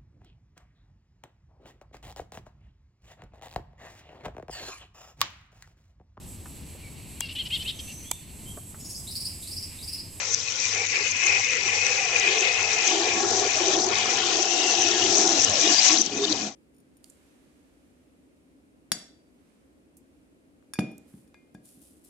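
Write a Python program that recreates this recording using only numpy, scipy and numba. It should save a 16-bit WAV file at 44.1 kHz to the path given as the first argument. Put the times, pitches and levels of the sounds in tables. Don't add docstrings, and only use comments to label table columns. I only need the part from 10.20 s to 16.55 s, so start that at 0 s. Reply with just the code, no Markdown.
import sys
import numpy as np
from scipy import signal
from scipy.fft import rfft, irfft, next_fast_len
from scipy.io import wavfile
from scipy.ndimage import uniform_filter1d
from numba import njit

SR = 44100
rng = np.random.default_rng(int(sys.argv[2]) if len(sys.argv) > 2 else 0)


def unload_audio(sound):
    columns = np.transpose(np.atleast_2d(sound))
    steps = np.round(np.clip(columns, -1, 1) * 32767)
    wavfile.write(sys.argv[1], SR, steps.astype(np.int16))


N = 280031


def undb(db):
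    return 10 ** (np.asarray(db) / 20)


def unit(x):
    return x / np.sqrt(np.mean(x ** 2))


def curves(table):
    s, *columns = np.transpose(table)
    return [np.interp(np.arange(N) / SR, s, column_values) for column_values in columns]


def over_hz(table, count):
    hz, value = np.transpose(table)
    bin_hz = np.arange(count // 2 + 1) * SR / count
    return np.interp(np.log(bin_hz + 1), np.log(hz), value)


def walk(rate):
    hold = int(SR / rate)
    steps = np.repeat(rng.standard_normal(N // hold + 1), hold)
    return 1.18 * uniform_filter1d(uniform_filter1d(steps, hold), hold)[:N]


def noise():
    return rng.standard_normal((2, N))


@njit
def svf(x, hz, width):
    y, band, low = np.empty(len(x)), 0., 0.
    for i in range(len(x) - 1, -1, -1):
        g, damping = np.tan(np.pi * hz[i] / SR), width / hz[i]
        v = (band + g * (x[i] - low)) / (1 + g * (g + damping))
        band, low = 2 * v - band, low + 2 * g * v
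        y[i] = damping * v
    return y


@njit
def add(out, s, size, hz, t60, glide, edge, phase):
    for n in range(len(s)):
        count = int(t60[n] * SR)
        z, fall = size[n] * np.exp(1j * phase[n]), np.exp(-np.log(1000) / count)
        turn = np.exp(2j * np.pi * hz[n] / SR)
        bend = np.exp(2j * np.pi * hz[n] / SR * glide / count)
        gap, close = 1., np.exp(-hz[n] / SR / edge)
        last = int(s[n] * SR)
        for i in range(last, max(last - count, 0), -1):
            out[i] += z.imag * (1 - gap) ** 2
            z, turn, gap = z * turn * fall, turn * bend, gap * close


def rings(s, db, hz, t60, glide, edge=1.9):
    out, phase = np.zeros((2, N)), rng.uniform(0, 2 * np.pi, (len(s), 2))
    s, t60 = np.minimum(s, (N - 1) / SR), np.maximum(t60, 1e-3)
    for port in range(2):
        add(out[port], s, undb(db), 1. * hz, t60, glide, edge, phase[:, port].copy())
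    return out


def bubbles(per_s, low_hz, high_hz, cycles, scatter_db):
    u = rng.random((int(per_s * N / SR), 3)).T
    hz = low_hz * (high_hz / low_hz) ** u[1]
    return unit(rings(u[0] * N / SR, scatter_db * u[2] ** 2, hz, cycles / hz, 0.35))


def resonate(drive, modes, flicker_db, rate, pitch=1):
    out = np.zeros((2, N))
    for hz, width, db in modes:
        gain = undb(db + flicker_db * walk(rate)) / np.sqrt(width)
        out += gain * np.array([svf(x, hz * pitch * np.ones(N), 1. * width) for x in drive])
    return unit(out)


def spray(db):
    # frequency in Hz, relative spectral level in dB per Hz.
    spectrum = [(1410, -20), (2400, -9.5), (2620, -13), (3440, -9), (4840, -5.5), (5950, 2.5), (7480, -7),
                (8160, -20), (8800, -42.5), (11400, -61.5), (19400, -120)]
    count = next_fast_len(N)
    droplets = bubbles(900, 3470, 8650, 39, 27.0)
    fizz = noise() * undb(2.12 * walk(40)) + undb(-8.5) * droplets
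    shaped = irfft(rfft(fizz, count) * undb(over_hz(spectrum, count)), count)[:, :N]
    return unit(shaped) * undb(db)


def splash(db):
    drive = noise() + undb(-1.0) * bubbles(500, 2693, 4900, 53, 1.0)
    # frequency in Hz, width in Hz, relative level in dB.
    modes = [(2710, 620, -2.5), (3070, 1200, 7.5), (3290, 90, -4), (3700, 430, -1.5), (4470, 390, -3.0)]
    return resonate(drive, modes, 1.4, 18.0) * undb(db - 7.0)


def jets(db):
    # frequency in Hz before the pitch ratio, width in Hz, relative level in dB.
    upper_modes = [(2395, 26, 2), (2435, 24, 2), (2465, 24, 5), (2510, 26, 4), (2545, 26, 4),
                   (2600, 34, -1), (2670, 30, -9), (2865, 34, -5)]
    # frequency in Hz, width in Hz, relative level in dB.
    lower_modes = [(1790, 30, -9), (1990, 22, -2), (2140, 18, -1), (2172, 20, -4), (2265, 45, -2),
                   (2170, 260, -6)]
    # time in seconds, pitch ratio of the upper modes, lower modes against upper in dB,
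    # pitch wander as a share.
    drift = [(0, 0.99, -3, .002), (2.6, 1.0, -6.5, .003), (3.2, 1.02, -7.5, .03), (3.95, 1.01, -6.5, .03),
             (4.35, 1.075, -10, 0.022), (4.7, 1.06, -8.5, .02), (5.3, 0.98, -5, .02)]
    drive = noise() * undb(3.2 * walk(50)) + undb(-11.5) * bubbles(400, 1777, 3006, 21.4, 6.0)
    pitch, low_db, wander = curves(drift)
    upper = resonate(drive, upper_modes, 1.8, 12., pitch + wander * walk(10))
    lower = resonate(drive, lower_modes, 2.6, 14.)
    return unit(upper + undb(low_db) * lower) * undb(db - 0.5)


def churn(db):
    # frequency in Hz, width in Hz, relative level in dB.
    modes = [(1010, 86, -20), (1122, 32, -3), (1343, 22, -5.5), (1435, 35, -4.5), (1663, 25, -1.5),
             (1780, 49, -0.5), (1340, 1300, 4)]
    drive = noise() + undb(-8.5) * bubbles(250, 760, 2003, 17.4, 8.4)
    return resonate(drive, modes, 3.0, 6.) * undb(db - 4)


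def column(db, hz, width, modes, skirt_db):
    drive = noise() + undb(-14.0) * bubbles(120, 202.4, 969.5, 29.3, 7.5)
    hz = hz * (1 + 0.028 * walk(10))
    skirt = np.array([svf(svf(x, hz, 2 * width), hz, 2 * width) for x in drive])
    near = np.array([svf(x, hz, width) for x in skirt])
    sound = resonate(near, modes, 1.0, 3.3) + undb(skirt_db) * unit(skirt)
    span = int(.07 * SR)
    power = uniform_filter1d(uniform_filter1d(sound[0] ** 2, span), span)
    return sound / np.sqrt(power) * undb(db + 1.2 * walk(14))


def trap(low_db, low_hz, high_db, high_hz, drain_db):
    # frequency in Hz, width in Hz, relative level in dB.
    low_modes = [(300, 17, -3), (330, 13, 3), (347, 12, 4), (372, 14, -2), (397, 14, 3), (430, 17, -4),
                 (465, 20, -1), (498, 20, -1), (545, 30, -7)]
    high_modes = [(673, 23, -2), (699, 19, 6), (746.7, 14, 9.5), (797, 17, 9.5), (849, 28, 8.5),
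                  (770, 290, -8)]
    drain_modes = [(212.7, 7.5, -0.5), (272, 55, 8.5)]
    drain = resonate(noise(), drain_modes, 1.8, 5.0) * undb(drain_db)
    low = column(low_db, low_hz, 115.0, low_modes, -4.5)
    high = column(high_db, high_hz, 210.0, high_modes, -0.28)
    return low + high + drain


def hum_level():
    # centre in seconds, half length in seconds, change in dB.
    swings = [(4.4, 0.26, -9), (5.08, 0.077, -12), (5.312, 0.095, 10.5), (5.649, 0.18, -27),
              (6.046, 0.081, 2.5)]
    t = np.arange(N) / SR
    swing_db = sum(db * np.exp(-((t - s) / half) ** 2) for s, half, db in swings)
    return -50.5 + 2 * walk(9) + swing_db


def hum(db):
    modes = [(101.2, 10.2, 16.5), (75, 30, -29.0), (140, 76, 8)]  # (Hz, width Hz, relative dB)
    return resonate(noise(), modes, 0.86, 5.8) * undb(db)


def cluster(table, cycles, spread_s, spread_hz, edge):
    s, db, hz = np.repeat(table, 4, axis=0).T
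    u = rng.random((len(s), 3)).T * (np.arange(len(s)) % 4 > 0)
    s = s - spread_s * u[0]
    db = db - 4 * (u[1] > 0) - 9 * u[1]
    spread = spread_hz * (u[2] - .5 * (u[2] > 0))
    return rings(s, db, hz + spread, cycles / hz, 0.089, edge)


def singles():
    # nominal time in seconds, level of the main bubble in dB, frequency in Hz.
    spit_table = [(0.145, -3.5, 6050), (0.5483, -13, 5930), (0.918, -10.5, 6280), (1.068, -7.5, 6230),
                  (1.6652, -7, 5840), (1.9974, -7.5, 6270), (2.208, -9, 6230), (2.6778, -4.5, 6180),
                  (3.372, -8.5, 5840), (3.643, -7, 5860), (3.7843, -12, 6500), (3.972, -11, 5800),
                  (4.228, -8, 5900), (4.335, -13, 5800), (4.621, -3.5, 5900), (4.686, -4.5, 5800),
                  (4.8389, -10, 5900), (4.982, -1, 6200), (5.076, -6, 6280), (5.222, -8, 6400),
                  (5.247, 0.5, 6250), (5.434, -8, 5340), (5.544, -8, 4440), (5.664, -6, 5840),
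                  (5.6808, -3.5, 6300), (5.7299, -6, 5950), (5.774, -8, 4270), (5.7854, -8, 5960),
                  (5.804, -13, 4570), (5.817, -0.5, 6030), (5.862, -8.5, 5840), (5.976, -16, 6170),
                  (6.051, -11, 3700), (6.052, -17, 4600), (6.1255, -9.5, 3970), (6.126, -14, 4620),
                  (6.126, -15, 6380)]
    drop_table = [(0.284, -17.5, 2540), (0.455, -15, 2350), (0.62, -13.5, 2290), (0.77, -8, 2380),
                  (0.81, -24, 2250), (1.085, -6, 2420), (1.14, -8.5, 2340), (1.3, -12.5, 2475),
                  (1.56, -16, 2090), (1.625, -11.5, 2525), (1.728, -8.5, 2480), (1.799, -9, 2480),
                  (1.963, -6, 2456), (2.078, -7, 2420), (2.26, -14, 2545), (2.394, -17, 2650),
                  (2.71, -12.5, 2960), (2.928, -15, 2370), (3.264, -19, 2980), (3.35, -16.5, 2520),
                  (3.99, -21, 2610), (4.42, -12, 3700), (4.588, -15, 2600), (4.828, -11.5, 2860),
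                  (5.196, -12, 2660), (5.284, -13, 2840), (5.509, -11, 2780), (5.95, -23, 2400),
                  (5.985, -22, 2490), (6.083, -16, 2950), (6.232, -22.5, 2480)]
    spits = cluster(np.add(spit_table, [.002, 0, 0]), 40, 0.0057, 980, 1.16)
    s, db, hz = np.transpose(spit_table)
    cracks = rings(s + .002, db - 2.5, hz, 12 / hz, 0.55, 0.62)
    drops = cluster(np.add(drop_table, [.004, 0, 0]), 65, 0.018, 150, 3.9)
    return spits + cracks + drops


def gulping():
    # time in seconds, then levels in dB of the low air column, the upper
    steady = [(0.0, -45.5, -47, -60), (0.16, -51, -58, -63), (0.95, -54, -58, -55.5),
              (1.4, -55.5, -56, -56), (1.75, -52, -49, -63), (1.95, -38.5, -39, -62),
              (2.5, -40, -38.5, -55), (3.3, -42, -36.5, -52), (3.8, -39.5, -36, -48), (4.6, -38, -31, -55),
              (5.0, -34.5, -42, -36), (5.3, -41, -36.5, -42), (5.57, -55, -37, -48), (5.7, -55, -35, -45),
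              (5.85, -48.5, -47, -41), (6.25, -53, -38, -35)]
    # start in seconds, end in seconds, low column in dB, upper column in dB, centre of the
    # low column at the start in Hz, at the end in Hz. Where the end comes first, the slopes cross lower.
    gulps = [(0.574, 0.65, -41, -43.5, 494, 520), (0.758, 0.87, -42, -51, 450, 499),
             (1.071, 1.2, -41, -41.5, 417, 508), (1.292, 1.41, -43, -73, 512, 490),
             (1.465, 1.59, -41.5, -42.5, 430, 494), (1.64, 1.8, -42, -43.5, 494, 500),
             (1.813, 1.864, -56, -38, 485, 468), (2.064, 2.27, -37.5, -39, 404, 410),
             (2.725, 2.889, -30.5, -34, 335, 426), (2.976, 3.28, -28.5, -33.5, 351, 403),
             (3.42, 3.734, -30, -33.5, 359, 399), (3.857, 4.2, -38, -48, 418, 320),
             (4.122, 4.22, -34, -46.5, 338, 367), (4.33, 4.5, -34.5, -43.5, 350, 347),
             (4.61, 4.791, -31, -60, 322, 355), (4.826, 5.188, -30, -32.5, 360, 303),
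             (5.337, 5.4, -34.5, -46, 620, 554), (5.455, 5.54, -33, -34, 314, 312),
             (5.725, 5.765, -35, -33, 334, 307), (5.8, 5.813, -30.5, -52, 321, 326),
             (5.97, 6.05, -34, -42, 423, 397), (6.095, 6.05, -32.5, -50, 324, 317),
             (6.194, 6.15, -25, -30.5, 445, 440)]
    swell_s, cut_s = 0.051, 0.0074
    t = np.arange(N) / SR
    low_db, upper_db, drain_db = curves(steady)
    low, upper = undb(2 * low_db), undb(2 * upper_db)
    weighted_hz = low * (507 - 14.2 * t)
    for start, end, gulp_db, gulp_upper_db, start_hz, end_hz in gulps:
        shape_db = -10 * np.maximum(np.maximum((start - t) / swell_s, (t - end) / cut_s), 0)
        power = undb(2 * (gulp_db + shape_db))
        glide_hz = np.interp(t, [start, max(end, start)], [start_hz, end_hz])
        low = low + power
        weighted_hz = weighted_hz + power * glide_hz
        upper = upper + undb(2 * (gulp_upper_db + shape_db))
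    lift_db = 10 * np.log10(low) - low_db
    low_hz, upper_hz = weighted_hz / low, 800.5 - 18.4 * t
    drain_db = drain_db + 0.18 * lift_db
    return lift_db, (low_db + lift_db, low_hz, 10 * np.log10(upper), upper_hz, drain_db)


def glugs():
    # time in seconds, level in dB, frequency in Hz, 60 dB decay in seconds.
    s, db, hz, t60 = np.transpose([(5.465, -19.5, 310, .14), (5.525, -16, 330, .24), (5.752, -14, 322, .24),
                                   (5.815, -20, 320, .12), (6.06, -19, 405, .3), (6.13, -17.5, 315, .22)])
    return rings(s, db, hz, t60, 0.061, 1.9)


def lever_and_drip():
    # time in seconds, level in dB, frequency in Hz, 60 dB decay in seconds.
    s, db, hz, t60 = np.transpose([(5.6, -14.5, 4738, .2), (5.599, -17, 5100, .025), (5.48, -15, 3800, .04),
                                   (5.468, -15, 3400, .04), (5.462, -19, 3700, .02),
                                   (6.052, -19, 3650, .06)])
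    return rings(s, db, hz, t60, 0.)


def room(x, wet_db):
    t60_s = 0.27
    t = np.arange(int(.4 * SR)) / SR
    tail = rng.standard_normal((2, len(t))) * undb(-60 * t / t60_s) * (t > .002)
    tail /= np.sqrt(np.sum(tail ** 2, axis=1, keepdims=True))
    echoes = signal.fftconvolve(x[:, ::-1], tail, axes=1)[:, N - 1::-1]
    return x + undb(wet_db) * echoes


def scene():
    # time in seconds, then levels in dB, before each source's own trim, of the spray,
    # the coarser splash, the rim jets and the churn in the bowl.
    flow = [(0.0, -35.5, -41, -40, -37.5), (0.2, -32, -39, -46.5, -47), (0.5, -31.5, -38, -37, -43),
            (0.7, -31, -50, -35, -46), (0.77, -30.5, -55, -29.5, -41.5), (0.97, -33.5, -62, -31, -52),
            (1.08, -29.5, -49, -28, -38.5), (1.28, -30.5, -46, -30, -46), (1.85, -31.5, -39, -29, -40.5),
            (2.14, -30.5, -22.5, -27.5, -35), (2.32, -30.5, -29.5, -27, -38),
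            (2.49, -29.5, -37, -28.5, -38.5), (2.7, -28, -24.5, -29, -37.5),
            (2.79, -28.5, -28, -44.5, -36.5), (2.92, -31, -28.5, -27, -35.5),
            (3.03, -30, -32, -48.5, -34.5), (3.13, -26, -43, -50, -39.5), (3.3, -29, -31.5, -32.5, -35),
            (3.55, -26.5, -23.5, -41, -35), (3.62, -26.5, -43, -66, -42.5), (3.74, -31, -27, -32, -34),
            (3.97, -29, -27.5, -35, -36.5), (4.05, -29, -24.5, -39, -33.5),
            (4.27, -28.5, -26.5, -36.5, -37.5), (4.47, -27.5, -30.5, -29.5, -32.5),
            (4.63, -27.5, -24, -32.5, -40), (4.72, -28, -23.5, -35.5, -35), (5.05, -25, -31, -46, -38),
            (5.35, -26, -26.5, -39.5, -34.5), (5.46, -24, -25.5, -37, -36), (5.57, -20, -22, -39.5, -32.5),
            (5.63, -22, -19, -34, -35.5), (5.69, -20, -19.5, -29.5, -30.5), (5.76, -26.5, -26.5, -42, -34),
            (5.82, -32, -35, -51, -47.5), (5.9, -37.5, -35, -52, -49), (6.05, -36, -35.5, -47, -43),
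            (6.18, -32, -35, -48.5, -40), (6.28, -36.5, -39, -51, -41.5)]
    spray_db, splash_db, jets_db, churn_db = curves(flow)
    lift_db, columns = gulping()
    rush = spray(spray_db) + splash(splash_db + 2.0 * walk(8))
    rush = rush + jets(jets_db + 0.16 * lift_db) + churn(churn_db + 0.18 * lift_db)
    water = room(rush, -7.5) + room(glugs(), -8.0)
    accents = room(singles() + lever_and_drip(), -3.0)
    fade = undb(-250 * np.maximum(np.arange(N) / SR - 6.27, 0))
    return fade * (water + accents + trap(*columns) + hum(hum_level()))


def record(dry):
    # frequency in Hz, left minus right in dB.
    port_colour = [(200, 0), (700, 2), (1900, 2.5), (2500, 9.5), (3500, 10.5), (6000, 14.5), (7200, 3),
                   (7800, -14.5), (8600, 7.5)]
    # frequency in Hz, share common to both ports.
    likeness = [(100, 0.75), (350, 0.9), (750, 0.64), (1300, 0.2), (2500, 0.17), (4000, 0.28), (6000, 0.2)]
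    count = next_fast_len(N)
    left, own = rfft(dry, count)
    share = np.clip(over_hz(likeness, count), 0, 1)
    tilt = undb(over_hz(port_colour, count) / 2)
    right = share * left + np.sqrt(1 - share ** 2) * own
    both = np.array([left * tilt, right / tilt]) * 2 / np.sqrt(tilt ** 2 + tilt ** -2 + 2 * share)
    bass_cut = signal.butter(6, 64, "high", fs=SR, output="sos")
    both = signal.sosfilt(bass_cut, irfft(both, count)[:, :N])
    both = .92 * np.tanh(both / .92)
    treble_cut = signal.ellip(10, .5, 80, 8650, fs=SR, output="sos")
    return signal.sosfilt(treble_cut, both)


dry = scene()
out = record(dry)
unload_audio(out)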